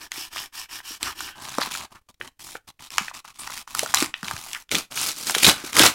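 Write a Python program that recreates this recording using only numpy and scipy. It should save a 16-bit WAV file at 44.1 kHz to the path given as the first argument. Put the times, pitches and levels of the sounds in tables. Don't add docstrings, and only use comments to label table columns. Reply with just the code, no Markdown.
import sys
import numpy as np
from scipy import signal
from scipy.fft import rfft, irfft
from scipy.io import wavfile
from scipy.ndimage import uniform_filter1d

SR = 44100
rng = np.random.default_rng(int(sys.argv[2]) if len(sys.argv) > 2 else 0)


def dump_mix(stems):
    frames = np.atleast_2d(stems).T
    limited = np.clip(frames, -1, 1)
    pcm = np.round(limited * 32767).astype(np.int16)
    wavfile.write(sys.argv[1], SR, pcm)


N = 261954
TIME = np.arange(N) / SR

# start in seconds, length in seconds, rasp of the fibres in dB,
# then drumming of the sheet and rumble of the padding, both in dB against the rasp (all before trims).
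KNIFE_STROKES = [(-0.02, 0.11, -42, -1.5, -15), (.102, 0.2, -34, -8, -23), (.3, 0.19, -34.5, -6, -19.5),
                 (.519, .15, -35, -5.5, -26), (.683, 0.14, -36, -4.5, -21.5), (.824, 0.17, -35.5, -8, -26),
                 (.995, .15, -33, -3, -13), (1.14, 0.2, -36.5, -6.5, -15.5)]
STROKE_LEAN = 0.93


def knife():
    # frequency in Hz, level in dB.
    saw_spectrum = [(35, -34), (60, -5), (193, -16.5), (346, -6.5), (492, -24.5), (991, 1), (1700, -4.5),
                    (2050, -15.5), (2300, -3.5), (2580, -7), (2900, -3.5), (4030, -8.5), (5330, -10),
                    (14200, -13), (16000, -18)]
    # frequency in Hz, width in Hz, boost in dB.
    flap_rings = [(1820, 160, 8.5), (2950, 380, 3), (5270, 760, 6), (7800, 310, 2.5)]
    effort = slides(KNIFE_STROKES, (1.33, 1, 1), STROKE_LEAN)
    force = fibres(per_s=5900, spread_db=-2.0, friction_db=-3.0, patchy_db=1.0)
    ringing = sum((from_db(db) - 1) * resonance(force, hz, width) for hz, width, db in flap_rings)
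    sawing = paper(effort, force + ringing, saw_spectrum, slips_per_s=270, slip_db=2.0,
                   rasp_db=-1.46, sheet_db=-2.7, pad_db=2.0)
    return sawing + crinkles(effort, ring_db=3.5, crack_db=-9.0)


def blade_song(sing_hz=5390, width_hz=870, sing_db=-7, speed_power=4.0):
    effort = slides(KNIFE_STROKES, [speed_power], STROKE_LEAN)[0]
    friction = rng.standard_normal(N)
    tone = resonance(resonance(friction, sing_hz, width_hz), sing_hz, width_hz)
    return from_db(sing_db) * effort * rms_one(tone)


def fingers():
    # start in seconds, length in seconds, rasp in dB,
    # then drumming of the sheet and rumble of the padding, both in dB against the rasp (all before trims).
    finger_slides = [(1.35, 0.24, -48.5, 1, -1), (1.398, 0.34, -39, -4, -16), (1.597, 0.091, -32.5, 1, -15),
                     (1.705, 0.1, -31, -9.5, -17), (1.778, 0.091, -39.5, -2.5, -7),
                     (1.903, 0.092, -53, 3.5, -1), (2.087, 0.026, -48, -4.5, -2.5),
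                     (2.2, 0.1, -48, -8, -0.5), (2.392, 0.19, -40.5, -13.5, -14),
                     (2.671, 0.042, -44.5, -4.5, -9), (2.793, 0.047, -48.5, 0, -5.5),
                     (2.812, 0.079, -43, -6.5, -17.5), (2.91, 0.2, -37.5, -6, -15),
                     (3.135, 0.073, -40, -3.5, -13.5), (3.243, 0.086, -46.5, -0.5, -15),
                     (3.338, 0.071, -49.5, -6, -16), (3.386, 0.14, -39.5, -3, -12.5),
                     (3.5, 0.13, -35.5, -6.5, -17.5), (3.673, 0.19, -42, -3, -15),
                     (3.75, 0.12, -31, -8.5, -14), (3.87, 0.072, -36, -8.5, -12),
                     (3.938, 0.13, -25, -3.5, -18.5), (4.04, 0.073, -48.5, -4, -2),
                     (4.145, 0.16, -50, -3, -17), (4.23, 0.18, -38, -4, -8), (4.375, 0.21, -39, -6.5, -17),
                     (4.524, 0.12, -45, -8, -16.5)]
    # frequency in Hz, level in dB.
    rub_spectrum = [(35, -24), (60, -11.5), (130, -8.5), (168, -14), (233, -10), (398, -13.5), (437, -29),
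                    (903, 3.5), (1200, 8), (1550, -2.5), (5210, -6), (10500, -10.5), (16000, -17.5)]
    # time in seconds, top treble in dB.
    treble_path = [(1.4, -2.5), (1.8, -4.5), (2.45, 3), (2.7, -3.5), (3.0, -5.5), (3.3, -5), (3.6, -1),
                   (3.95, -0.5), (4.2, -5), (4.5, 6)]
    effort = slides(finger_slides, (0.45, 0.35, 0.54), lean=0.67)
    force = fibres(per_s=2500, spread_db=0.5, friction_db=4.5, patchy_db=-0.5)
    dull = band(force, 7000, "low", order=1)
    treble_gain = from_db(np.interp(TIME, *np.transpose(treble_path)))
    force = dull + treble_gain * (force - dull)
    rubbing = paper(effort, force, rub_spectrum, slips_per_s=380, slip_db=4.0,
                    rasp_db=-1.84, sheet_db=-3.3, pad_db=0.0)
    return rubbing + crinkles(effort, ring_db=0.5, crack_db=-1.5)


def rip():
    # frequency in Hz, level in dB.
    rip_spectrum = [(29, -45), (50, -18), (96, -6.5), (184, -7.5), (246, -5), (678, -12), (1330, -0.5),
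                    (1500, -3), (1820, -9), (2440, -6.5), (4790, -3.5), (10400, -8.5), (16000, -15.5)]
    effort = pulls()
    force = fibres(per_s=3200, spread_db=3.0, friction_db=-2.5, patchy_db=2.0)
    tearing = paper(effort, force, rip_spectrum, slips_per_s=200, slip_db=2.5,
                    rasp_db=1.2, sheet_db=-1.0, pad_db=-3.5)
    return tearing + crinkles(effort, ring_db=-2.0, crack_db=5.5)


def pulls(build_db=25, fall_db_per_s=474):
    # start in seconds, rise in seconds, hold in seconds, rasp in dB,
    # then drumming of the sheet and rumble of the padding, both in dB against the rasp (all before trims).
    tear_jerks = [(4.703, 0.018, 0.067, -29.5, -4.5, -4.5), (4.901, 0.011, 0.024, -42.5, 0, -2.5),
                  (4.929, 0.043, 0.13, -27.5, -7.5, -14.5), (5.117, 0.064, 0.063, -35.5, -9.5, -10),
                  (5.246, 0.028, 0.034, -26.5, -8, -10.5), (5.318, 0.029, 0.063, -30, -4.5, -13),
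                  (5.402, 0.031, 0.02, -17, -9, -10.5), (5.443, 0.029, 0.019, -14.5, -2.5, -3),
                  (5.517, 0.012, 0.083, -44, 3, -4.5), (5.603, 0.044, 0.049, -38.5, -2, -7.5),
                  (5.725, 0.059, 0.059, -17, -0.5, -4), (5.804, 0.026, 0.037, -15.5, -1, -6)]
    t = TIME[:SR // 2]

    def tension(rise, hold):
        climb = build_db * np.minimum(t / rise - 1, 0)
        fall = fall_db_per_s * np.maximum(t - rise - hold, 0)
        return from_db(climb - fall)
    return effort_of((start, tension(rise, hold), *levels) for start, rise, hold, *levels in tear_jerks)


def slides(rows, powers, lean):
    def loudness(start, length):
        share = (np.arange(max(start, 0), start + length, 1 / SR) - start) / length
        speed = np.sin(np.pi * share ** lean).clip(0)
        return speed ** np.array(powers)[:, None]
    return effort_of((start, loudness(start, length), *levels) for start, length, *levels in rows)


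def effort_of(moves):
    power = np.zeros((3, N))
    for start, envelope, rasp_db, sheet_db, pad_db in moves:
        gains = from_db([[rasp_db], [rasp_db + sheet_db], [rasp_db + pad_db]]) * envelope
        for layer, gain in zip(power, gains):
            add(layer, start, gain ** 2)
    return np.sqrt(power)


def fibres(per_s, spread_db, friction_db, patchy_db):
    sizes = from_db(spread_db * np.minimum(rng.exponential(1, N), 4.5)) * rng.choice([-1, 1], N)
    clicks = sizes * (rng.random(N) < per_s / SR)
    pitches = np.geomspace(700, 15000, 16)
    dealt = rng.integers(0, len(pitches), N)
    breaks = np.zeros(N)
    for k, hz in enumerate(pitches):
        patches = from_db(patchy_db * drift(25))
        breaks += resonance(clicks * (dealt == k), hz, hz / 2) * patches
    return rms_one(rms_one(breaks) + from_db(friction_db) * rng.standard_normal(N))


def paper(effort, force, colour, slips_per_s, slip_db, rasp_db, sheet_db, pad_db):
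    grip = from_db(slip_db * np.clip(drift(slips_per_s), -2, 2))
    sound = coloured(force * grip, colour)
    rasp = from_db(rasp_db) * evened(band(sound, 2890, "high", order=3))
    drum = from_db(sheet_db) * evened(band(sound, [620, 2400], "band", order=4))
    rumble = from_db(pad_db) * evened(band(sound, 550, "low", order=4))
    return np.sum(effort * [rasp, drum, rumble], axis=0)


def crinkles(effort, ring_db, crack_db, per_s=24, middle_hz=2200, pitch_octaves=0.55, spread_db=3.5):
    out, rasp = np.zeros(N), effort[0]
    for s in rng.uniform(0, N / SR, int(per_s * N / SR)):
        ring, pitch, crack = np.clip(rng.standard_normal(3), -2, 2)
        hz = middle_hz * 2 ** (pitch_octaves * pitch)
        add(out, s, snap(ring_db + spread_db * ring, hz, crack_db + spread_db * crack))
    return rasp * out


def snaps():
    # time in seconds, ring in dB, ring pitch in Hz,
    # crack in dB (both levels before trims).
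    big_snaps = [(0.1181, -26, 2090, -24), (0.803, -35, 1380, -54), (1.0294, -21, 2730, -17),
                 (1.2058, -26.5, 1200, -27.5), (1.4929, -41, 2190, -30), (1.584, -15, 920, -23),
                 (1.601, -28, 1130, -52), (1.6161, -18.5, 1480, -37), (1.6732, -33.5, 1860, -46),
                 (2.143, -53, 3800, -53.5), (2.2122, -24.5, 2220, -53.5), (2.2759, -39.5, 2900, -38),
                 (2.554, -28.5, 1080, -61), (2.7933, -44.5, 2570, -64.5), (2.9045, -38, 2540, -33),
                 (2.982, -9, 2020, -11.5), (3.082, -25.5, 1960, -49), (3.1128, -33.5, 1000, -70),
                 (3.2486, -36.5, 1310, -65), (3.4747, -27.5, 1320, -29.5), (3.4997, -31, 1000, -47),
                 (3.5761, -33.5, 2290, -28.5), (3.6756, -35.5, 990, -44), (3.7496, -21.5, 1290, -19.5),
                 (3.7927, -18.5, 2430, -12), (3.8327, -23, 750, -21.5), (3.861, -25, 1270, -27.5),
                 (3.9401, -11, 1090, -17.5), (3.9451, -14.5, 2210, -2.5), (3.9711, -15.5, 3200, -35),
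                 (4.0036, -26, 2080, -17.5), (4.0254, -18, 1630, -15.5), (4.1403, -20, 2670, -63),
                 (4.2303, -26.5, 1420, -32), (4.245, -30, 3350, -37), (4.282, -24.5, 2090, -29.5),
                 (4.3112, -21, 1290, -26.5), (4.365, -30.5, 1800, -30), (4.5318, -29.5, 2470, -23.5),
                 (4.5482, -25.5, 2460, -32), (4.6923, -39.5, 3400, -48), (4.7148, -18, 3060, -20),
                 (4.7202, -27.5, 2800, -24), (4.7477, -19.5, 2850, -22), (4.7523, -12.5, 2950, -17),
                 (4.9743, -22, 2170, -32), (5.2694, -30, 3000, -22), (5.2966, -18, 1590, -17),
                 (5.3493, -12, 2860, -15), (5.3832, -20, 3100, -17), (5.4319, -13, 2460, -18),
                 (5.4454, -0.5, 3300, -20), (5.4508, -11, 2670, -8), (5.4657, -5.5, 3200, -5),
                 (5.4956, -7.5, 3200, -6), (5.7306, -27, 2320, -25.5), (5.7668, -13.5, 1830, -10.5),
                 (5.7885, -22, 2800, -10), (5.7936, -1.5, 2710, 1.5), (5.8241, -8.5, 2600, -16),
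                 (5.864, -17, 2220, -6)]
    out = np.zeros(N)
    for s, level, hz, crack_level in big_snaps:
        add(out, s, snap(level, hz, crack_level))
    return out


def snap(level, hz, crack_level, ring_t60=0.011, crack_t60=0.005, width_share=1.0, splinter=0.21,
         overtone=1.46, crack_middle_hz=6900, crack_attack_s=0.00017, crack_share=0.57,
         crack_spread=0.044, ring_db=-1.5, crack_db=-4.0):
    # frequency in Hz, level in dB.
    crack_spectrum = [(2000, -18), (3500, 0), (5400, 1.5), (8500, -5), (11000, -2.5), (16000, -9)]
    t = TIME[:1024]
    push, split = rng.standard_normal((2, len(t)))
    push = (t == 0) + splinter * push * from_db(-60 * t / ring_t60)
    low, high = hz / np.sqrt(overtone), hz * np.sqrt(overtone)
    ring = resonance(push, low, width_share * low) - resonance(push, high, width_share * low)
    ring = band(ring, [650, 4800], "band", order=3)
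    split = split * (1 - np.exp(-t / crack_attack_s)) * from_db(-60 * t / crack_t60)
    crack_hz = crack_middle_hz * np.exp(crack_spread * rng.standard_normal())
    crack = resonance(coloured(split, crack_spectrum), crack_hz, crack_share * crack_hz)
    both = from_db(level + ring_db) * rms_one(ring) + from_db(crack_level + crack_db) * rms_one(crack)
    return both * np.sqrt(0.004 * SR / len(t))


def skids(gain_db=-4.0, grain_db=2.5):
    # start in seconds, length in seconds,
    # pitch in Hz, width in Hz, level in dB (before the gain).
    edge_skids = [(1.062, 0.041, 1300, 610, -28.5), (1.23, 0.16, 2950, 500, -47),
                  (1.26, 0.57, 1570, 250, -47.5), (1.397, 0.047, 7700, 1000, -49),
                  (1.609, 0.028, 3760, 2500, -23.5), (1.953, 0.025, 1400, 700, -42),
                  (2.548, 0.015, 1640, 1200, -38.5), (3.387, 0.041, 9100, 3050, -35),
                  (4.541, 0.032, 1600, 704, -32.5)]
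    out = np.zeros(N)
    friction = rng.standard_normal(N) * from_db(grain_db * drift(400))
    for s, length, hz, width, level in edge_skids:
        corners = [s, s + 0.003, s + 0.7 * length, s + 1.2 * length]
        pressure = np.interp(TIME, corners, [0, 1, 1, 0])
        tone = rms_one(resonance(resonance(friction, hz, width), hz, width))
        out += from_db(level + gain_db) * pressure * tone
    return out


def thumps(t60=0.029, width_share=0.35, rattle=0.094, gain_db=-9.0, sag_hz=118, sag_db=-18.5):
    # time in seconds, level in dB (before the gain),
    # pitch in Hz.
    padding_bumps = [(0.179, -43.5, 293), (0.907, -46.5, 330), (1.027, -41.5, 276), (1.583, -25.5, 266),
                     (1.586, -30.5, 520), (1.672, -40.5, 227.5), (2.207, -45, 426), (2.552, -39.5, 478),
                     (3.01, -37.5, 188), (3.83, -28.5, 492), (4.023, -21.5, 312), (4.231, -34.5, 173),
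                     (4.338, -35, 101), (4.722, -34, 460), (4.743, -28, 200), (4.766, -33.5, 191),
                     (5.365, -29.5, 444), (5.48, -19.5, 362), (5.64, -34.5, 332), (5.801, -14.5, 322)]
    out, t = np.zeros(N), TIME[:4096]
    for s, level, hz in padding_bumps:
        push = (t == 0) + rattle * rng.standard_normal(len(t)) * from_db(-60 * t / t60)
        knock = band(resonance(push, hz, width_share * hz), 600, "low")
        sag = band(resonance(push, sag_hz, width_share * sag_hz), 400, "low")
        add(out, s, from_db(level + gain_db) * (rms_one(knock) - from_db(sag_db) * rms_one(sag)))
    return out


def hand_echo(x, lag_s=0.000498, sway=0.34, echo_db=-15.0):
    lag = lag_s * np.exp(sway * drift(9))
    late = np.interp(TIME - lag, TIME, x)
    echo = from_db(echo_db) * band(late, 1000, "high", order=1)
    return (x + echo) / np.hypot(1, from_db(echo_db))


def room(x, first_echo_s=0.0068, t60=0.22):
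    # frequency in Hz, level in dB against the direct sound.
    echo_spectrum = [(100, -10.5), (400, -15.5), (1400, -10.5), (2600, -10.5), (5000, -15), (16000, -14)]
    t = TIME[:SR // 2]
    echoes = rng.standard_normal(len(t)) * from_db(-60 * t / t60) * (t > first_echo_s)
    return signal.fftconvolve(x, coloured(rms_one(echoes) / np.sqrt(len(t)), echo_spectrum))[:N]


def hush(level_db=-61.5):
    # frequency in Hz, level in dB.
    hush_spectrum = [(30, 7), (100, -6), (300, -11), (1000, -20.5), (4000, -21.5), (16000, -24.5)]
    return from_db(level_db) * rms_one(coloured(rng.standard_normal(N), hush_spectrum))


def from_db(db):
    return 10 ** (np.asarray(db) / 20)


def rms_one(x):
    return x / np.sqrt(np.mean(x ** 2) + 1e-20)


def evened(x, size=1100):
    power = uniform_filter1d(uniform_filter1d(x ** 2, size), size)
    return x / np.sqrt(power + 1e-12)


def band(x, hz, kind, order=2):
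    edges = np.clip(hz, 10, 0.45 * SR)
    return signal.sosfilt(signal.butter(order, edges, kind, fs=SR, output="sos"), x + 1e-18)


def coloured(x, points):
    hz, db = np.transpose(points)
    bins = np.maximum(np.fft.rfftfreq(len(x), 1 / SR), 1)
    gain = from_db(np.interp(np.log(bins), np.log(hz), db))
    return irfft(rfft(x) * gain, len(x))


def resonance(x, hz, width_hz):
    r = np.exp(-np.pi * width_hz / SR)
    feed = np.array([1, 0, -1]) * (1 - r * r) / 2
    return signal.lfilter(feed, [1, -2 * r * np.cos(2 * np.pi * hz / SR), r * r], x + 1e-18)


def drift(rate):
    return rms_one(np.interp(TIME * rate, np.arange(N), rng.standard_normal(N)))


def add(out, s, sound):
    start = max(round(s * SR), 0)
    out[start:start + len(sound)] += sound[:N - start]


def scene():
    paper_work = knife() + blade_song() + fingers() + rip() + snaps()
    mailer = hand_echo(paper_work) + skids() + thumps()
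    return (mailer + room(mailer) + hush())[None]


def gate(x, threshold_db=-48.0, depth_db=16.5):
    power = uniform_filter1d(x ** 2, size=400)
    level = 10 * np.log10(np.maximum(power, 1e-14))
    return x * from_db(np.clip(level - threshold_db, -depth_db, 0))


def record(dry, top=0.83, cutoff_hz=16000):
    x = dry
    for width_hz in (130, 260):
        x = x - 2 * resonance(x, 4000, width_hz)
    x = top * np.tanh(gate(x) / top)
    return signal.sosfilt(signal.ellip(12, 0.1, 80, cutoff_hz, fs=SR, output="sos"), x)


dry = scene()
out = record(dry)
dump_mix(out)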